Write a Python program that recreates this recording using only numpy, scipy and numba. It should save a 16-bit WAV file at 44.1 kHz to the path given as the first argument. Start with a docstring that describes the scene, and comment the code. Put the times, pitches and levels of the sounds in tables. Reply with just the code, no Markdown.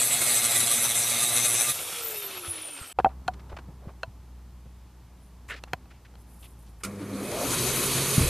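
"""First comes the harsh scrape of an angle grinder: its gritty disc makes a steel blade in a vise ring.
It lifts off, is switched off, and its fan and gears fall in pitch. The scene changes abruptly to a quiet
workshop with a far drone, knocks on a mount, and rubbing fingers and cloth. A switch snaps and a belt
grinder hums, then hisses and rumbles up to speed. Last, a hand bumps a housing with dull thuds."""
import sys
import numpy as np
from scipy import signal
from scipy.fft import rfft, irfft, next_fast_len
from scipy.io import wavfile
from scipy.ndimage import uniform_filter1d, map_coordinates
from numba import njit

SR = 44100
rng = np.random.default_rng(int(sys.argv[2]) if len(sys.argv) > 2 else 0)


def put_to_file(sound):
    """Save the sound as 16-bit audio at rate SR, in the file named by the first command-line argument."""
    columns = np.atleast_2d(sound).T  # one column per channel
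    safe = np.clip(columns, -1, 1)
    whole_steps = np.round(safe * 32767)
    wavfile.write(sys.argv[1], SR, whole_steps.astype(np.int16))


N = 365586
T = np.arange(N) / SR

# Levels in the tables are relative: they set which parts are louder than others.
# disc pressing on the steel: t/s, grinding level/dB, level of the blade's edge within it/dB
DISC_CONTACT = [(0.0, -25.5, -18.5), (0.05, -23, -12), (0.13, -23.5, -22.5), (0.18, -22.5, -14.5),
                (0.222, -22.5, -20), (0.232, -25.5, -18.5), (0.29, -22, -15), (0.338, -21.5, -21),
                (0.402, -23.5, -15), (0.426, -23.5, -22), (0.518, -19.5, -16), (0.532, -25, -16),
                (0.562, -22, -22), (0.692, -24, -16), (0.716, -21, -8.5), (0.808, -24, -8),
                (0.832, -19, -8), (0.86, -22, -9), (0.94, -26, -12.5), (0.954, -21, -7.5),
                (1.012, -23, -14), (1.176, -23.5, -10), (1.25, -20.5, -10), (1.26, -24, -9),
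                (1.32, -22, -12), (1.424, -21.5, -11), (1.536, -22.5, -8), (1.612, -20.5, -11.5),
                (1.638, -24.5, -10), (1.714, -22.5, -10.5)]
# tone of the scraping grit: f/Hz, level/dB
GRIT_TONE = [(24, -50.5), (40, -16.5), (113, -5.5), (309, -10.5), (696, -4), (1010, -13), (2160, -6.5),
             (3050, -11), (3810, -6), (5380, -11.5), (8170, 1.5), (11000, -4.5), (14400, -28.5)]
# notes the blade and vise ring at: f/Hz, width/Hz, first level/dB, settled level/dB
BLADE_RINGS = [(679, 42, -5, -6.5), (1193, 40, -17.5, -1.5), (1640, 50, -15.5, -15.5), (2000, 90, -13, -10),
               (2153, 90, 0, -3.5), (2510, 110, -7.5, -3), (2680, 60, -4.5, -17.5), (3400, 33, -2, -8),
               (3540, 60, -9, -2), (3798, 57, -12, 4), (3960, 120, -3, -9.5), (4242, 32, -8.5, -8),
               (4980, 70, -8.5, -7), (5800, 43, -10, 2), (6150, 59, -5, -1), (6400, 52, -9, -2.5),
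               (7050, 77, 6.5, -18), (7640, 170, -8, -3), (8040, 100, 10, 3.5), (8330, 150, -3, 0),
               (8920, 52, -8, -1), (9270, 170, -0.5, -0.5), (10430, 150, -4.5, -1), (10600, 190, 7, -9),
               (11000, 120, 1, -6)]
# wobble of the disc: multiple of its turning speed, level/dB
DISC_WOBBLE = [(1, 4.5), (2, 3.5), (3, -19.5), (4, -2.5), (5, -10.5), (6, -4.5), (7, 0.5), (8, -20),
               (9, -11.5), (10, 0.5)]
# tone of the rattling gears: f/Hz, level/dB
GEAR_TONE = [(24, -44.5), (40, -18.5), (93, -6.5), (193, -14.5), (228, -14), (385, -7), (550, -6),
             (1330, -9.5), (1930, -9.5), (2650, -7), (6000, -18), (7800, -47.5), (13200, -120)]
# notes of the gear case: f/Hz, width/Hz, level facing us/dB, level swung away/dB
CASE_RINGS = [(1332, 92, 3, 0.5), (2350, 130, -0.5, -13.5), (2595, 150, -3, -6.5), (3100, 140, -10.5, -3.5),
              (3370, 230, 1, -7.5), (3660, 200, 2, -6.5), (4250, 110, -9.5, -7), (5330, 200, -10.5, -19)]
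# tone of the rushing air: f/Hz, level/dB
AIR_TONE = [(2650, -36.5), (4500, -17), (5110, -6.5), (5570, -6.5), (8130, -1), (9340, 3), (12000, 1.5),
            (15600, -28.5), (22000, -120)]
# fan whine while grinding: t/s, f/Hz
WHINE_LOADED = [(0.0, 13870), (0.56, 13460), (0.606, 13270), (0.694, 13550), (1.568, 13570), (1.6, 13690)]
# fan whine running free, then coasting down: t/s, f/Hz, level/dB
WHINE_COASTING = [(1.88, 15700, -72), (2.03, 14200, -39), (2.055, 14130, -32), (2.1, 13710, -41),
                  (2.17, 13040, -40), (2.26, 12320, -32.5), (2.31, 11850, -61), (2.37, 11440, -39),
                  (2.43, 11000, -46), (2.504, 10464, -31.5), (2.55, 10100, -39.5), (2.72, 9090, -41),
                  (2.83, 8360, -44), (2.865, 8220, -54), (2.93, 7670, -52)]
# echoes off the bench and walls: delay/s, level/dB
WHINE_ECHOES = [(.0031, -10), (.0058, -1), (.0097, -11), (0.014, -13)]
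# notes of the gear teeth: multiple of the motor's turning speed, level/dB
TOOTH_NOTES = [(5, -12), (6, -13), (7, -0.5), (8, -12), (9, -3), (10, -6), (11, -1.5), (12, -27), (18, -20)]
# dull bumps through the housing: t/s, peak level/dB, f/Hz, fade time/s
HOUSING_BUMPS = [(2.478, -35.5, 89.9, 0.14), (2.812, -34, 71.5, 0.029), (3.269, -37, 88.8, 0.055),
                 (3.531, -32, 62.6, 0.029), (3.685, -35.5, 147, 0.058), (3.871, -26.5, 106, 0.019),
                 (4.077, -36, 101.7, 0.058), (4.659, -41, 129, 0.058), (5.489, -40.5, 65, 0.077),
                 (5.719, -45, 70.0, 0.06), (5.736, -29.5, 138, 0.028), (8.179, -8, 141, 0.042),
                 (8.207, -15.5, 83, 0.098), (8.227, -18, 136, 0.064), (8.246, -19, 64.6, 0.026),
                 (8.267, -22, 56.5, 0.12)]
# far drone: t/s, f/Hz, level/dB
FAR_DRONE = [(2.97, 61, -41.5), (3.09, 64.2, -38.5), (3.55, 62.9, -42.5), (3.88, 62.4, -41.5),
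             (3.98, 60.1, -45), (4.46, 61.1, -42.5), (4.8, 61.4, -46.5), (5.13, 59.94, -47.5),
             (5.7, 60.3, -43.5), (6.05, 59.8, -49.5), (6.17, 59.4, -43), (6.52, 58.9, -48),
             (6.7, 55.6, -45)]
# notes in the drone: multiple of its pitch, level/dB
DRONE_NOTES = [(1, 0), (2, -15.5), (3, -18), (4, -24.5)]
# tone of the still room: f/Hz, level/dB
ROOM_TONE = [(18, -18), (30, -13), (70, -1), (106, -4), (377, -17), (501, -21.5), (777, -21), (840, -18),
             (1560, -28), (13300, -39), (14400, -37)]
# swells of the room's rumble: t/s, level/dB
RUMBLE_SWELLS = [(2.95, 0.5), (3.38, 12.5), (3.7, 6), (4.19, 3.5), (4.69, -0.5), (5.37, 1), (5.71, 4.5),
                 (5.98, 1), (6.3, 3.5), (6.8, 2)]
# knocks on the mount: t/s, level/dB, crack level/dB, hardness/(dB per octave), fade time/s,
# contact time/s, then low, hollow and bright ring level/dB
MOUNT_KNOCKS = [(2.9875, -9, -27.5, -2, 0.025, 0.0077, 3, 0, -4),
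                (2.9994, -12, -29, -6, 0.014, 0.0048, -2.5, 0, 8),
                (3.0455, -6, -28, -2, 0.04, 0.0036, -15, 1.5, -1),
                (3.057, -10, -56, -9, 0.052, 0.0035, -7, -2, 3),
                (3.066, -15.5, -55, -7, 0.036, 0.0022, -8, 14, -2),
                (3.091, -42, -20, 2, 0.03, .003, -8, -6, -8),
                (3.279, -17.5, -9, 11, 0.034, 0.0032, 5, -6, 3),
                (3.2825, -12.5, -23, -0.5, 0.057, 0.0038, -3, 5, 6.5),
                (4.032, -17, -19, 3, 0.047, 0.0041, 3.5, -10, 2),
                (5.6374, -24.5, -5, 9, 0.02, 0.0026, 11, -6, -3),
                (5.675, -43, -12, -3, 0.026, 0.0019, 3, 0, 0),
                (5.7331, -15, -1.5, 1.5, 0.036, 0.0018, -2.5, -1.5, -0.5),
                (5.856, -50, -16, 5, 0.035, 0.0019, 0, -2, 0), (6.139, -46, -14, 5, 0.028, .002, 6, -6, -1),
                (6.154, -40, -6, 4.5, 0.017, .001, 3, -8, -3)]
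# notes the mount rings at: f/Hz, level/dB, share of the knock's fade time
MOUNT_RINGS = [(553, -1.5, 0.49), (666, -5.5, 1), (769, 6, 0.88), (984, -4.5, 0.77), (1000, 0.5, 0.23),
               (1490, 2, 0.33), (1990, -7, 0.11), (2624, -11.5, 0.44), (3150, -18.5, 0.45),
               (4180, -12.5, 0.18), (4580, -22, 0.3)]
# fingers and cloth rubbing, and last a low burst as the belt grinder's frame bumps: t/s, length/s, level/dB,
# f/Hz, width/Hz
FINGER_RUBS = [(2.996, 0.015, -45, 1100, 2407), (3.092, 0.047, -52, 800, 600),
               (3.335, .016, -53.5, 1500, 3500), (3.394, 0.018, -53.5, 925.9, 2130),
               (3.495, 0.021, -50.5, 830, 1852), (3.515, 0.035, -43, 520, 620),
               (3.566, 0.014, -39, 736, 1590), (3.586, 0.019, -44, 740, 1650),
               (3.674, 0.058, -53, 380, 537), (3.805, 0.1, -53, 459, 537), (3.879, 0.042, -50, 590, 780),
               (5.211, 0.11, -69, 9990, 4040), (5.498, 0.06, -35.5, 1740, 1660),
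               (5.494, 0.089, -47.5, 447, 545), (5.485, .02, -43.5, 1800, 2520),
               (5.481, 0.048, -50.5, 5850, 9000), (5.557, 0.042, -48.5, 1852, 2778),
               (5.678, 0.028, -58, 1202, 1852), (5.903, 0.031, -56, 1648, 2330),
               (5.932, 0.061, -68, 2500, 2970), (6.048, 0.023, -55, 1810, 2315),
               (4.656, 0.024, -56, 376, 402), (5.504, .025, -65, 1660, 1200),
               (6.425, 0.052, -54, 2900, 2000), (6.425, 0.043, -60, 950, 500),
               (6.804, 0.027, -58, 1331, 1194), (6.659, .04, -65, 3990, 4890),
               (7.13, 0.054, -51.5, 4000, 900), (7.52, 0.034, -38, 1290, 500),
               (8.177, 0.098, -30, 219, 350)]
# a sleeve moving: t/s, half length/s, level/dB
SLEEVE_SWISHES = [(6.207, .015, -65), (6.33, .04, -64), (6.437, .035, -56.5), (6.52, .02, -67),
                  (6.613, 0.029, -64.5), (6.697, 0.024, -67), (6.812, 0.017, -64.5)]
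# the switch closing, its bounce, the starter dropping out: t/s, level/dB, fade time/s
SWITCH_CLICKS = [(6.835, -28.5, 0.11), (6.849, -34.5, 0.045), (7.317, -32, .02)]
# tone of those clicks: f/Hz, level/dB
CLICK_TONE = [(180, -23), (300, -4), (903, -19), (1400, 5), (1590, -24), (2030, -6), (3350, -13.5),
              (7180, -13), (9300, -8), (14400, -25)]
# hum of the mains power in the motor: f/Hz, level/dB
MAINS_NOTES = [(100, -10.5), (200, -1.5), (300, -17), (400, -19), (500, -14.5)]
# tone of the hissing belt: f/Hz, level/dB
BELT_TONE = [(710, -31), (1200, -5), (1960, -3.5), (2430, 0.5), (2790, -0.5), (3500, -1), (4010, -1.5),
             (5530, -6), (6600, 4.5), (7480, -5), (9300, 5.5), (11600, 2), (14400, -7)]
# notes the rollers ring at: f/Hz, width/Hz, level/dB
ROLLER_RINGS = [(1140, 190, -11), (2524, 33, 6.5), (3200, 57, -1.5), (3980, 140, 0), (4440, 110, 0),
                (5100, 69, -5), (6730, 130, -11), (7820, 82, 4.5)]
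# tone of the rumbling frame: f/Hz, level/dB
FRAME_TONE = [(24, -45), (40, -12), (86, -11), (124, -6), (182, -7.5), (216, -14), (242, -3.5), (288, -12),
              (378, -5), (520, -9), (812, -20), (1120, -12.5), (1800, -23.5), (2340, -20), (3960, -120)]
# buzzes of the belt guard: t/s, level/dB
GUARD_BUZZES = [(7.021, -34.5), (7.15, -34.5), (7.235, -34), (7.46, -32), (7.52, -35)]
# left-right spread of the angle grinder: f/Hz, level/dB
GRINDER_SPREAD = [(60, -33.5), (300, -35.5), (1200, -38), (2800, -55.5), (3600, -52), (5000, -7.5),
                  (7000, -15.5), (10000, -39.5), (12500, -8), (14000, -9)]
# left-right spread of the belt grinder and handling sounds: f/Hz, level/dB
LATER_SPREAD = [(60, -43), (300, -48), (1200, -44.5), (2800, -52), (3600, -44), (5000, -7), (7000, -8),
                (10000, -31), (12500, -5.5), (14000, 2)]

LIFT_S, SWUNG_S, SCENE_CHANGE_S = 1.73, 2.01, 2.928  # angle grinder lifts off, swings away, is gone
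ON_S, GRIP_S, AT_SPEED_S = 6.835, 7.022, 7.519  # belt grinder is on, gathers speed, is up to speed


def undb(db):
    """Turn decibels into a number to multiply by."""
    return 10 ** (np.asarray(db) / 20)


def unit(x):
    """Scale x to an average strength (RMS) of 1."""
    return x / np.sqrt(np.mean(x ** 2))


def between(ends, share):
    """Blend from the first end (share 0) to the second (share 1)."""
    return ends[0] + (ends[1] - ends[0]) * share


def curves(table):
    """Join a table's points over time, one curve for each column after the first."""
    s, *columns = np.transpose(table)
    return [np.interp(T, s, c) for c in columns]


def gate(t0, t1, rise=.004, fall=.004):
    """Fade in from t0 and out by t1, in seconds."""
    return np.clip((T - t0) / rise, 0, 1) * np.clip((t1 - T) / fall, 0, 1)


def hump(s, half_s, db):
    """A bell-shaped swell around time s."""
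    return undb(db) * np.exp(-.5 * ((T - s) / half_s) ** 2)


def decay(fade_s, seconds=.3):
    """Times, and a curve that drops 60 dB in fade_s (5 ms at the shortest)."""
    t = np.arange(int(seconds * SR)) / SR
    return t, np.exp(-np.log(1000) * t / max(fade_s, .005))


def add(out, s, x):
    """Mix x into out at time s."""
    i = int(s * SR)
    out[i:i + len(x)] += x[:N - i]


def noise():
    """Plain white hiss."""
    return rng.standard_normal(N)


def walk(rate):
    """A smooth random wander of about 1 either way, with rate new values a second."""
    k = int(SR / rate)
    steps = np.repeat(rng.standard_normal(N // k + 1), k)
    return 1.51 * uniform_filter1d(uniform_filter1d(steps, k), k)[:N]


def angle(hz):
    """Angle reached, in radians, at hz turns a second."""
    return 2 * np.pi * np.cumsum(hz) / SR


def colour(x, table):
    """Shape the tone of x with points of f/Hz, level/dB."""
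    size = next_fast_len(N)
    hz, db = np.transpose(table)
    bins_hz = np.arange(size // 2 + 1) * SR / size
    gain = undb(np.interp(np.log(bins_hz + 1), np.log(hz), db))
    return irfft(rfft(x, size) * gain, size)[:N]


@njit
def moving_band(x, hz, width):
    """Keep the part of x near a moving pitch (a band-pass filter)."""
    y, mid, low = np.empty(len(x)), 0., 0.
    for i in range(len(x)):
        g, damping = np.tan(np.pi * hz[i] / SR), width / hz[i]
        v = (mid + g * (x[i] - low)) / (1 + g * (g + damping))
        mid, low, y[i] = 2 * v - mid, low + 2 * g * v, damping * v
    return y


def band(x, hz, width):
    """Keep the part of x near a steady pitch."""
    return moving_band(x, np.full(len(x), float(hz)), float(width))


def rings(x, peaks, flicker_db, rate, drift=0.):
    """Notes that x sets ringing; each flickers by itself, and drift lets its pitch wander."""
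    out = 0
    for hz, width, db in peaks:
        wander = walk(rate)
        ring = moving_band(x, hz * (1 + drift * wander[::-1]), float(width))
        out += undb(db + flicker_db * wander) * ring
    return out


def patchy(x, flicker_db, rate):
    """Split x into bands a third of an octave wide and let each flicker."""
    return rings(x, [(hz, hz / 4, 0) for hz in 45 * 2 ** (np.arange(26) / 3)], flicker_db, rate)


def disc_grit(turns, keep, size=512):
    """Grit round the rim: each turn partly meets the same grains again, the rest are new."""
    grit = rng.standard_normal((int(turns[-1]) + 2, size))
    grit = signal.lfilter([np.sqrt(1 - keep ** 2)], [1, -keep], grit, axis=0).ravel()
    return unit(map_coordinates(grit, [turns * size], order=3))


def grinding(disc):
    """Grit scrapes harder once each disc turn and makes the steel ring, until the disc lifts off."""
    rim_hz, jaw_hz, jaw_db = (11430, 10340), (4440, 3670), (-16, -19)  # at first, settled
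    settled = 1 - np.exp(-T / .65)  # the contact slides along the blade
    contact_db, edge_db = curves(DISC_CONTACT)
    scrape = disc_grit(disc / (2 * np.pi), keep=.54)
    scrape *= undb((1.3 + 1.2 * walk(25)) * np.cos(disc) + .8 * walk(80) + .8 * walk(45))
    rim = undb(2.5 * np.cos(disc) + 3.2 * walk(40))
    rim *= moving_band(scrape, between(rim_hz, settled) + 180 * walk(18), 450.)
    wobble = sum(undb(db + 1.6 * walk(13)) * np.sin(k * disc) for k, db in DISC_WOBBLE)
    blade = [(hz, width, between(db, settled)) for hz, width, *db in BLADE_RINGS]
    grind = unit(colour(patchy(scrape, 2.8, 50), GRIT_TONE)) + undb(-4.5) * unit(rim)
    grind += undb(-1.2) * unit(rings(scrape, blade, 2.4, 30, drift=.007))
    jaw = unit(moving_band(scrape, between(jaw_hz, settled), 110.))
    grind += undb(between(jaw_db, settled) + 2.4 * walk(22)) * jaw
    edge_hz, edge_width_hz = 6130, 750
    edge = [(edge_hz, edge_width_hz, 0)]
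    edge_gain = undb(edge_db + 3 * walk(30))
    grind += edge_gain * unit(rings(rings(scrape, edge, 0, 9), edge, 0, 14, drift=.02))
    return (undb(contact_db) * unit(grind) + undb(-52) * wobble) * gate(-1, LIFT_S + .0084, fall=.034)


def gear_rattle(disc, case):
    """The gears rattle and make their case ring."""
    rattle = noise() * undb(np.cos(disc) + 1.2 * walk(45) + 1.5 * walk(300))
    body = unit(colour(patchy(rattle, 2.5, 24.96), GEAR_TONE))
    return body + undb(-4) * unit(rings(rattle, case, 5, 35, drift=.007))


def fan_air(octaves):
    """Air rushes and the vents hiss, both fading as the motor coasts down."""
    rush = undb(-36 + 15.5 * octaves) * unit(colour(patchy(noise(), 2.7, 30), AIR_TONE))
    vents = undb(-42.5 + 14 * octaves) * unit(colour(noise(), [(10500, -25.5), (12000, -1)]))
    return rush + vents


def fan_whine(blade_angle, coast_db, freed):
    """Passing fan blades whine; after lift-off, echoes make the falling note swell and dip."""
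    loaded_db = -40 + 1.2 * walk(8)
    whine = undb(between((loaded_db, coast_db), freed) + 1.3 * walk(40)) * np.sin(blade_angle + walk(120))
    for s, db in WHINE_ECHOES:
        add(whine, s, undb(db) * freed * whine)
    return undb(-1) * whine


def gear_teeth(rotor, case):
    """Meeting teeth sing after lift-off; each note swells as it falls through a note of the case."""
    notes = sum(undb(db + 4.5 * walk(15)) * np.sin(k * rotor + 1.2 * walk(80)) for k, db in TOOTH_NOTES)
    return (undb(-13) * notes + rings(notes, case, 1.5, 10)) * gate(LIFT_S, 9, rise=.2)


def motor_shake(rotor_hz, octaves):
    """The off-balance motor shakes more at speed, and most where its housing rings."""
    housing_hz, width_hz = 390, 140
    housing = 1 / (1 + (2 * (rotor_hz - housing_hz) / width_hz) ** 2)
    return housing * undb(-39.5 + 12 * octaves + 2.6 * walk(25)) * np.sin(angle(rotor_hz) + .4 * walk(40))


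def angle_grinder():
    """One motor turns fan, gears and disc; it speeds up when lifted, then coasts down."""
    fan_blades, gear_ratio, spin_up_s = 31, 3.695, .07
    freed = 1 - np.exp(-np.maximum(T - LIFT_S, 0) / spin_up_s)
    coast_hz, coast_db = curves(WHINE_COASTING)
    octaves = np.log2(coast_hz / coast_hz[0])  # 0 until it coasts, then negative
    rotor_hz = between((curves(WHINE_LOADED)[0], coast_hz), freed) / fan_blades
    rotor = angle(rotor_hz)
    disc = rotor / gear_ratio
    swung = gate(SWUNG_S, 9, rise=.03)
    case = [(hz, width, between(db, swung)) for hz, width, *db in CASE_RINGS]
    gear_gain = undb(-41 + 8 * octaves)
    out = grinding(disc) + gear_gain * gear_rattle(disc, case) + fan_air(octaves)
    out += undb(-6) * gear_gain * gear_teeth(rotor, case)
    out += fan_whine(fan_blades * rotor, coast_db, freed) + freed * motor_shake(rotor_hz, octaves)
    return out * gate(-1, SCENE_CHANGE_S, fall=.00068)


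def bumps():
    """Each bump shakes a housing: one low note that dies quickly."""
    out = np.zeros(N)
    for s, db, hz, fade_s in HOUSING_BUMPS:
        t, fade = decay(fade_s)
        onset = np.sin(np.pi / 2 * np.clip(2.14 * t * hz, 0, 1)) ** 2
        thud = onset * fade * np.sin(2 * np.pi * hz * t)
        add(out, s, -undb(db) * thud / np.abs(thud).max())
    return out


def workshop():
    """A far drone wavers over room rumble; the hiss on top differs left and right."""
    hz, db = curves(FAR_DRONE)
    drone = sum(undb(g + .47 * walk(5.7)) * np.sin(k * angle(hz)) for k, g in DRONE_NOTES)
    air, side = (undb(-55) * unit(colour(noise(), ROOM_TONE)) for _ in range(2))
    rumble = colour(air, [(1200, -6.5), (3000, -32)]) * (undb(curves(RUMBLE_SWELLS)[0]) - 1)
    side = colour(side, [(2500, -56), (4500, -7), (8000, -2)])
    mid = air + rumble + undb(db) * drone * gate(0, 7, fall=.22)
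    return np.array([mid + side, mid - side]) * gate(SCENE_CHANGE_S, 9, rise=.084)


def knocks():
    """Each knock cracks and rings the mount; a harder blow brings out the higher notes."""
    out = np.zeros(N)
    i = np.arange(600)  # samples of one contact
    chance = rng.standard_normal((len(MOUNT_KNOCKS), 2, len(MOUNT_RINGS)))
    chatter = rng.standard_normal((len(MOUNT_KNOCKS), len(i)))
    for knock, (detune, scatter), rough in zip(MOUNT_KNOCKS, chance, chatter):
        s, db, crack_db, hardness, fade_s, touch_s, low_db, hollow_db, bright_db = knock
        spot_db = {0: low_db, 2: hollow_db, 5: bright_db}  # three notes depend on where it lands
        ring = 0
        for k, (hz, note_db, share) in enumerate(MOUNT_RINGS):
            t, fade = decay(fade_s * share, .15)
            gain = undb(note_db + spot_db.get(k, 0) + 2.4 * scatter[k] + hardness * np.log2(hz / 760))
            ring += (-1) ** k * gain * fade * np.sin(2 * np.pi * hz * (1 + .02 * detune[k]) * t)
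        # the contact is a brief chatter plus one push, which lasts longer for a softer blow
        contact = undb(-7.5) * rough * np.exp(-(i / SR / touch_s) ** 3)
        push = 1 + .6 * max(-hardness, 0)
        contact += 6 / push * np.exp(-((i - 30) / push) ** 2)
        ring = np.convolve(ring, contact)
        add(out, s, undb(db) * ring / np.abs(ring).max())
        crack = band(rough * np.exp(-i / SR / (.54 * touch_s)), hz=2400, width=3400)
        add(out, s, undb(db + crack_db) * crack)
    # nearby shelves scatter each knock into a short tail
    tail = decay(.035, .06)[1] * rng.standard_normal(int(.06 * SR))
    return out + undb(-11.5) * signal.fftconvolve(out, tail / np.linalg.norm(tail))[:N]


def rubs():
    """Fingers and cloth rub in short, grainy strokes; a last low burst is the belt grinder's frame bumping."""
    out = np.zeros(N)
    grains = noise() * undb(1.8 * walk(250))
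    for s, length_s, db, hz, width in FINGER_RUBS:
        size = int(length_s * SR)
        rub = grains[int(s * SR):][:size]
        rub = band(band(rub, hz, width), hz, width)
        stroke = np.sin(np.pi * np.linspace(0, 1, size) ** .55) ** .67
        add(out, s, undb(db) * unit(rub) * stroke)
    return out


def sleeve():
    """A moving sleeve makes soft, high swishes."""
    cloth = noise() * undb(2 * walk(120))
    hiss = unit(band(band(cloth, hz=10500, width=7570), hz=10500, width=8800))
    return sum(hump(*row) for row in SLEEVE_SWISHES) * hiss


def switch():
    """The switch snaps and bounces, and later the starter drops out: three bursts of noise."""
    bursts = np.zeros(N)
    for s, db, fade_s in SWITCH_CLICKS:
        add(bursts, s, undb(db) * decay(fade_s)[1])
    return bursts * unit(colour(noise(), CLICK_TONE))


def mains_hum():
    """The straining motor hums with the mains power, then the hum fades."""
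    fade_from_s, fade_db_per_s = 7.22, 96
    hum = sum(undb(db + 1.6 * walk(14)) * np.sin(2 * np.pi * hz * T + hz / 900 * walk(30))
              for hz, db in MAINS_NOTES)
    return hum * undb(-35 - fade_db_per_s * np.maximum(T - fade_from_s, 0))


def belt_and_frame(speed):
    """The belt hisses, its rollers ring and the frame rumbles, all louder with speed."""
    grit = noise() * undb(.5 * walk(60))
    belt = unit(colour(patchy(grit, 1.6, 30), BELT_TONE))
    belt += undb(-10) * unit(rings(grit, ROLLER_RINGS, 1.5, 17))
    frame = unit(colour(patchy(noise(), 2.2, 25), FRAME_TONE))
    return undb(between((-56, -29.5), speed)) * belt + undb(between((-44.5, -32), speed)) * frame


def whirr(speed):
    """Two narrow bands of noise climb with the speed and die away near the top."""
    hz, fade_from_s, fade_db_per_s = between((245, 820), speed), 7.43, 500
    db = between((-51, -31), speed) - fade_db_per_s * np.maximum(T - fade_from_s, 0)
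    return undb(db + 1.5 * walk(25)) * sum(unit(moving_band(noise(), k * hz, 55.)) for k in (1, .75))


def guard_buzz():
    """The belt guard buzzes in short fits at one low pitch."""
    return sum(hump(s, .018, db) for s, db in GUARD_BUZZES) * unit(band(noise(), hz=273, width=27))


def pulley():
    """The turning pulley hums, rising in pitch and level until it settles."""
    glide_from_s, settle_s, pitch_hz, rise_db_per_s = 7.38, .3, (104.2, 138.8), 80
    settled = 1 - np.exp(-np.maximum(T - glide_from_s, 0) / settle_s)
    turn = angle(between(pitch_hz, settled))
    db = -35.5 + rise_db_per_s * np.minimum(T - AT_SPEED_S - .08, 0) + 2.2 * walk(30)
    return undb(db) * (np.sin(turn) + undb(-5.5) * np.sin(3 * turn))


def belt_grinder():
    """The switch starts the motor, which pulls the belt up to speed."""
    speed = np.clip((T - GRIP_S) / (AT_SPEED_S - GRIP_S), 0, 1)
    clicks = switch()
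    running = belt_and_frame(speed) + mains_hum() + whirr(speed) + guard_buzz() + pulley()
    return clicks + running * gate(ON_S, 9, rise=.028)


def scene():
    """Mix everything in stereo; a small, shifting share differs between left and right."""
    grinder = angle_grinder()
    later = belt_grinder() + bumps() + knocks() + rubs() + sleeve()
    shift = unit(walk(120))
    side = colour(grinder * shift, GRINDER_SPREAD) + colour(later * shift, LATER_SPREAD)
    return np.array([grinder + later + side, grinder + later - side]) + workshop()


def record(dry):
    """Steeply remove the treble above 14400 Hz."""
    return signal.sosfilt(signal.ellip(14, .3, 75, 14400, fs=SR, output="sos"), dry)


dry = scene()
out = record(dry)
put_to_file(out)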